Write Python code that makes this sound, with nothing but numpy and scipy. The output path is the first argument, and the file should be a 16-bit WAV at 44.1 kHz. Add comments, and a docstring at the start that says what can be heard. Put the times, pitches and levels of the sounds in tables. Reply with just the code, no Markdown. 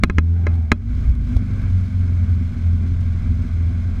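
"""A four-cylinder engine, heard on board an off-road buggy crawling through a rock passage.
Its periodic firings drone, rev up unevenly and settle to a low rumble, forcing body and chassis to vibrate.
Five bumps knock the camera in its plastic housing, exciting damped modes; the hardest overload the
microphone. Hard firings and a few small jolts give low thuds with faint ticks. Behind them lies the noise
of fan, belt and wet tyres, with grit, one slosh of water and the knocks' faint reverberation in the rock."""
import sys
import numpy as np
from scipy import signal
from scipy.fft import rfft, irfft, next_fast_len
from scipy.io import wavfile
from scipy.ndimage import map_coordinates

SR = 44100
rng = np.random.default_rng(int(sys.argv[2]) if len(sys.argv) > 2 else 0)


def unload_wav(signal):
    """Save mono or channel-first audio to the path in sys.argv[1] as 16-bit WAV at rate SR, clipped to [-1, 1]."""
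    wavfile.write(
        sys.argv[1],
        SR,
        np.round(np.clip(np.atleast_2d(signal).T, -1, 1) * 32767).astype(np.int16),
    )


N = 176400


# Engine speed (time [s], four-stroke cycle rate [Hz])
CYCLE_RATE = [(0, 17.5), (.12, 23), (.19, 19.3), (.27, 20.9), (.36, 21.7), (.46, 21), (.56, 21.2),
              (.68, 19.5), (.8, 22.7), (.88, 27.1), (1.08, 27.6), (1.33, 23.9), (1.5, 25.3), (1.7, 22.8),
              (2, 22.4), (2.35, 21.06), (2.7, 21.2), (3, 21.9), (3.3, 20.34), (3.65, 20.9), (4, 21.8)]
def engine_cycles(jitter=0.008):
    """Phase is the integral of frequency: the unsteady engine speed sums to a count of cycles."""
    return np.cumsum(curve(CYCLE_RATE) * (1 + jitter * wobble(20))) / SR


# Engine load (time [s], level [dB])
LOAD = [(0, -1), (.2, -15.5), (.42, -8.5), (.55, -3.5), (.8, -16.5), (.92, -4.5), (1.2, -3), (1.34, -5.5),
        (1.45, -2.5), (2.5, -4.5), (3.1, -3), (4, -4)]
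# Firing fundamental (time [s], level [dB])
FIRING_LEVEL = [(0, -25.5), (.09, -29.5), (.17, -17), (.42, -15.5), (.55, -14), (.66, -21), (.84, -30),
                (1.2, -38), (1.35, -24.5), (1.48, -23), (1.66, -22), (1.76, -15), (1.85, -18), (1.895, -28),
                (1.96, -17), (2.1, -17), (2.38, -17.5), (2.55, -27.5), (2.68, -14), (2.88, -20),
                (3.12, -19), (3.22, -25.5), (3.33, -15.5), (3.44, -25), (3.62, -16.5), (4, -27)]
# Overtones (multiple of the firing rate [1], relative level [dB])
OVERTONES = [(2, -19), (3, -22.5), (4, -33), (5, -37)]
# Overtones are clear while the engine coasts, faint once it pulls (time [s], gain [dB])
OVERTONE_GAIN = [(0, -6), (.2, -1), (.48, -1), (.6, -13), (4, -10)]
def firing_note(cycles, load):
    """Periodic excitation: four firings a cycle give a harmonic series, which load makes rough."""
    overtones = sum(amp(db) * harmonic(cycles, 4 * k) for k, db in OVERTONES)
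    level = amp(curve(FIRING_LEVEL) + 2 * load * wobble(22))
    return level * (harmonic(cycles, 4) + amp(curve(OVERTONE_GAIN)) * overtones)


# Shake at crank speed (time [s], level [dB])
SHAKE_LEVEL = [(0, -63.5), (.6, -39), (.8, -32), (.91, -17), (1, -24), (1.08, -13.5), (1.22, -17),
               (1.35, -21.5), (1.47, -32), (1.59, -20), (1.7, -27), (2.4, -34.5), (2.9, -29.5), (4, -28.5)]
def crank_shake(cycles):
    """Forced vibration at the rotation rate of the crank, two turns a cycle."""
    return amp(curve(SHAKE_LEVEL) + 2.5 * wobble(16)) * harmonic(cycles, 2)


# Weaker engine orders (multiple of the cycle rate [1], level at the source [dB])
ORDERS = [(1, -33), (3, -30), (5, -33.5), (6, -42), (7, -40), (8, -40), (9, -38), (10, -41.5), (11, -38),
          (12, -44.5)]
# Transmission to the seats (frequency [Hz], gain [dB])
CABIN_RESPONSE = [(250, 2), (268, -5), (290, -23.5), (400, -37.5)]
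def weak_orders(cycles, load):
    """Low-pass transmission: of the wavering engine orders, mainly the lower ones reach the seats."""
    orders = sum(amp(db + 3.5 * wobble(9)) * harmonic(cycles, k) for k, db in ORDERS)
    return load * colour(orders, CABIN_RESPONSE)


# Response of the body panels (frequency [Hz], relative level [dB])
BODY_RESPONSE = [(70, -25.5), (112, -5.5), (135, -11), (200, -12), (232, -8.5), (258, -9.5), (290, -24.5),
                 (345, -23), (400, -32), (520, -42), (1100, -120)]
def body_drum(cycles, load, level_db=-30.5, scatter=2.3):
    """Impulse excitation: firings of uneven strength drum on the resonant body panels."""
    firings = np.diff(np.floor(4 * cycles), prepend=0)
    impulses = firings * (1 + scatter * rng.standard_normal(N))
    return load * amp(level_db) * unit(colour(impulses, BODY_RESPONSE))


def panel_boom(pitch_hz=244, drift_hz=4.95, level_db=-25.5):
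    """Resonance: one panel booms briefly in a narrow band."""
    phase = 2 * np.pi * np.cumsum(pitch_hz + drift_hz * wobble(30.1)) / SR
    return amp(level_db) * bell(np.arange(N) / SR, centre=1.34, width=0.045) * np.sqrt(2) * np.sin(phase)


# Chassis rumble (frequency [Hz], relative level [dB])
RUMBLE_SPECTRUM = [(8, -47), (18, 3.5), (55, -6.5), (100, 25.5), (125, -18), (200, -47), (400, -120)]
# Chassis judder (time [s], level [dB])
JUDDER_LEVEL = [(0, -44.5), (.75, -45.5), (.92, -30), (1.06, -15.5), (1.2, -32), (1.35, -23), (1.5, -39),
                (1.62, -29.5), (1.8, -40.5), (4, -42)]
# Chassis judder (frequency [Hz], relative level [dB])
JUDDER_SPECTRUM = [(15, -26.5), (32, 10.5), (45, 3), (57, 15), (68, 14), (82, 13), (105, 6), (140, -40.5),
                   (300, -120)]
def chassis(load, rumble_db=-26.5):
    """Random vibration: the frame rumbles under load and judders over rough ground."""
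    rumble = load * amp(rumble_db) * noise(RUMBLE_SPECTRUM)
    judder = amp(curve(JUDDER_LEVEL)) * noise(JUDDER_SPECTRUM)
    return rumble + judder


# Bumps (time [s], thump [dB], ring [dB], crack [dB], mount [dB], ring decay time factor [1])
KNOCKS = [(.0357, -1, -7, -6.5, -36.5, 1.02), (.098, -7.5, -17.5, -25, -36.5, 1.08),
          (0.184, -4, -11.5, -19, -35, 0.88), (0.4675, -12, -18.5, -25, -25.5, 1.45),
          (0.7176, -4, -3.5, -7, -23.5, 0.9)]
# Housing modes (frequency [Hz], relative level [dB], nominal T60 [s])
HOUSING_MODES = [(228.7, -6, 0.075), (316, -5, 0.039), (399, -7.5, 0.045), (850, -14.5, .03),
                 (1052, -9, 0.033), (1268, -7, 0.033), (1385, -11, 0.034), (1650, -3.5, 0.024),
                 (2085, -3.5, 0.022), (2190, -5, 0.012), (2510, -20, 0.054), (3280, -34, 0.068),
                 (3980, -24.5, 0.04)]
# Crack of contact (frequency [Hz], relative level [dB])
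CRACK_SPECTRUM = [(300, -2), (1500, 1.5), (2500, 8), (3300, -11), (6500, -10), (8500, -31.5), (12000, -33),
                  (16000, -45)]
def knocks(mount_hz=589, rattle_delay_s=0.0075, rattle_db=-23.5):
    """Impact excites damped modes: the camera hits its housing with a thump, a ring and a crack."""
    out, t = np.zeros(N), np.arange(SR // 5) / SR
    push = bell(t, centre=0.0012, width=0.001)
    rebound = 0.57 * bell(t, centre=0.0089, width=0.0024)
    mount = np.sin(2 * np.pi * mount_hz * t) * decay(t, t60=0.06)
    rise = 1 - np.exp(-t / 0.00019)
    for s, thump_db, ring_db, crack_db, mount_db, stretch in KNOCKS:
        ring = sum(amp(db + rng.normal(0, 0.81)) * decay(t, t60 * stretch)
                   * np.sin(2 * np.pi * (hz * t + rng.random())) for hz, db, t60 in HOUSING_MODES)
        thump = amp(thump_db) * (rebound - push)
        crack = amp(crack_db) * burst(t, CRACK_SPECTRUM)
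        add(out, s, rise * (thump + amp(ring_db) * ring + crack + amp(mount_db) * mount))
        rattle = amp(crack_db + rattle_db) * burst(t, TICK_SPECTRUM)  # the housing closes again
        add(out, s + rattle_delay_s, rise * rattle)
    return out


# Hard firings of the labouring engine and a few small jolts (time [s], tick [dB], thud [dB])
THUDS = [(.541, -41, -20), (.554, -43, -30), (1.058, -50, -15), (1.094, -38, -11), (1.152, -41, -12),
         (1.367, -29, -10), (1.577, -50, -15), (1.618, -42, -13), (2.009, -45, -20), (3.008, -43, -17)]
# Ticks, rattle and grit (frequency [Hz], relative level [dB])
TICK_SPECTRUM = [(300, 13), (900, 8.5), (2000, -10), (3500, 3.5), (6000, -9), (10000, -11), (14500, -16.5),
                 (16000, -37)]
def thuds(width_s=0.0056):
    """Transient response: each hard firing or small jolt gives a low thud with a faint tick."""
    out, t = np.zeros(N), np.arange(SR // 20) / SR
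    middle = t.mean()
    thud = bell(t, middle, width_s) * (1 - 2 * ((t - middle) / width_s) ** 2)
    rise = 1 - np.exp(-t / 0.00025)
    for s, tick_db, thud_db in THUDS:
        add(out, s, amp(tick_db) * rise * burst(t, TICK_SPECTRUM))
        add(out, s - middle, amp(thud_db) * thud)
    return out


# Midrange rush (time [s], relative level [dB])
RUSH_LEVEL = [(0, -58.5), (.15, -56.5), (.35, -55.5), (.51, -47.5), (.62, -55.5), (.72, -53.5), (.8, -60),
              (.92, -50.5), (1.06, -48.5), (1.19, -54.5), (1.33, -49), (1.43, -49.5), (1.62, -47),
              (1.89, -50.5), (2.09, -49.5), (2.9, -49.5), (4, -49)]
# Midrange rush (frequency [Hz], relative level [dB])
RUSH_SPECTRUM = [(250, -24.5), (400, 0), (500, -3.5), (650, 1), (780, -6.5), (900, -9.5), (1080, -3.5),
                 (1280, -4), (1530, -0.5), (1650, -3), (1830, -13.5), (2080, -3.5), (2220, -2),
                 (2450, -8.5), (2800, -24.5), (4000, -57), (8000, -95)]
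# Treble hiss (time [s], relative level [dB])
HISS_LEVEL = [(0, -63), (.12, -63.5), (.52, -57), (.66, -62), (.79, -64.5), (.95, -54), (1.06, -53.5),
              (1.17, -60), (1.32, -51.5), (1.41, -56), (1.53, -53), (2.1, -54.5), (3, -54.5), (4, -54)]
# Treble hiss (frequency [Hz], relative level [dB])
HISS_SPECTRUM = [(1500, -8), (2800, -4.5), (3350, -2), (3800, -5.5), (4170, -4), (4700, -11), (5070, -5.5),
                 (5650, -12), (6000, -8.5), (6600, -10.5), (7500, -15.5), (7950, -13.5), (9000, -21.5),
                 (11300, -21), (14000, -27.5), (15100, -33), (15700, -55.5)]
def rush(cycles, depth=0.074):
    """Amplitude modulation: the noise of fan, belt and wet tyres pulses a little with the crank."""
    pulse = 1 + depth * np.sin(2 * np.pi * 2 * cycles)
    midrange = amp(curve(RUSH_LEVEL) + 0.5 + 1.1 * wobble(24.783)) * noise(RUSH_SPECTRUM)
    hiss = amp(curve(HISS_LEVEL) - 2.5 + 0.73 * wobble(80)) * noise(HISS_SPECTRUM)
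    return pulse * (midrange + hiss)


def grit(specks_per_s=37, spread_db=1.5, gain_db=-9.5):
    """Shot noise: specks of grit click at random under the tyres, following the level of the hiss."""
    specks = (rng.random(N) < specks_per_s / SR) * amp(spread_db * rng.standard_normal(N))
    t = np.arange(SR // 100) / SR
    click = rng.standard_normal(len(t)) * decay(t, t60=0.0047)
    clicks = signal.fftconvolve(specks, click)[:N]
    return amp(curve(HISS_LEVEL) + gain_db) * unit(colour(clicks, TICK_SPECTRUM))


# Sloshing water (frequency [Hz], relative level [dB])
SLOSH_SPECTRUM = [(250, -15), (390, 7), (500, -9.5), (780, 4), (1300, -34.5), (4000, -90)]
def puddle(level_db=-48):
    """Band-limited noise swells and fades once as water sloshes round the wheels."""
    return amp(level_db) * bell(np.arange(N) / SR, centre=0.51, width=0.19) * noise(SLOSH_SPECTRUM)


def rock_walls(sound, level_db=-31.5):
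    """Reverberation: dense reflections from the rock merge into a dull, exponentially decaying tail."""
    t = np.arange(SR) / SR
    tail = colour(rng.standard_normal(SR), [(200, 14), (2000, -20), (8000, -27)]) * decay(t, t60=0.69)
    return amp(level_db) * signal.fftconvolve(sound, tail / np.linalg.norm(tail))[:N]


def amp(db):
    """Decibels to amplitude ratio."""
    return 10 ** (np.asarray(db) / 20)


def unit(x):
    """Normalisation to rms 1."""
    return x / np.sqrt(np.mean(x ** 2) + 1e-20)


def curve(rows):
    """Linear interpolation of (time [s], value) rows at every sample."""
    return np.interp(np.arange(N) / SR, *np.transpose(rows))


def wobble(rate):
    """Smooth random modulation, rate knots a second."""
    return map_coordinates(rng.standard_normal(1000), [np.arange(N) * rate / SR + 2], mode="wrap")


def bell(t, centre, width):
    """Gaussian pulse of height 1; centre and width in seconds."""
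    return np.exp(-((t - centre) / width) ** 2)


def decay(t, t60):
    """Exponential decay by 60 dB in t60 seconds."""
    return amp(-60 * t / t60)


def harmonic(cycles, order):
    """Sinusoid of rms 1 and random phase at a whole multiple of the cycle rate."""
    return np.sqrt(2) * np.sin(2 * np.pi * (round(order) * cycles + rng.random()))


def colour(x, points):
    """Minimum-phase filter through (frequency [Hz], gain [dB]) points."""
    size = 2 * next_fast_len(len(x))
    hz, db = np.transpose(points)
    gain = amp(np.interp(np.log(np.fft.rfftfreq(size, 1 / SR) + 1), np.log(hz + 1), db))
    cepstrum = irfft(np.log(np.maximum(gain, 1e-6)), size)
    cepstrum[1:size // 2] *= 2  # folding onto positive time makes the filter causal
    cepstrum[size // 2 + 1:] = 0
    return irfft(rfft(x, size) * np.exp(rfft(cepstrum)), size)[:len(x)]


def noise(spectrum):
    """Stationary coloured noise of rms 1."""
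    return unit(colour(rng.standard_normal(N + SR // 2), spectrum)[-N:])


def burst(t, spectrum, t60=0.018):
    """Exponentially damped coloured noise."""
    return unit(colour(rng.standard_normal(len(t)), spectrum)) * decay(t, t60)


def add(track, s, sound):
    """Superpose a sound on the track at s seconds."""
    part = track[max(0, round(s * SR)):][:len(sound)]
    part += sound[:len(part)]


def scene():
    """Superposition: engine and rush follow one shaft; the knocks are close and nearly dry."""
    cycles, load = engine_cycles(), amp(curve(LOAD))
    hits = knocks()
    engine = firing_note(cycles, load) + crank_shake(cycles) + weak_orders(cycles, load)
    structure = body_drum(cycles, load) + panel_boom() + chassis(load)
    background = rush(cycles) + grit() + puddle()
    return (engine + structure + hits + thuds() + background + rock_walls(hits))[None]


def record(dry, full_scale=1.0, cutoff_hz=15800):
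    """Saturation and band limiting: the camera flattens the highest peaks, then cuts the top treble."""
    size = next_fast_len(N + SR // 2)
    saturated = np.clip(dry, -full_scale, full_scale)
    passband = np.fft.rfftfreq(size, 1 / SR) < cutoff_hz
    return irfft(rfft(saturated, size) * passband, size)[..., :N]


dry = scene()
out = record(dry)
unload_wav(out)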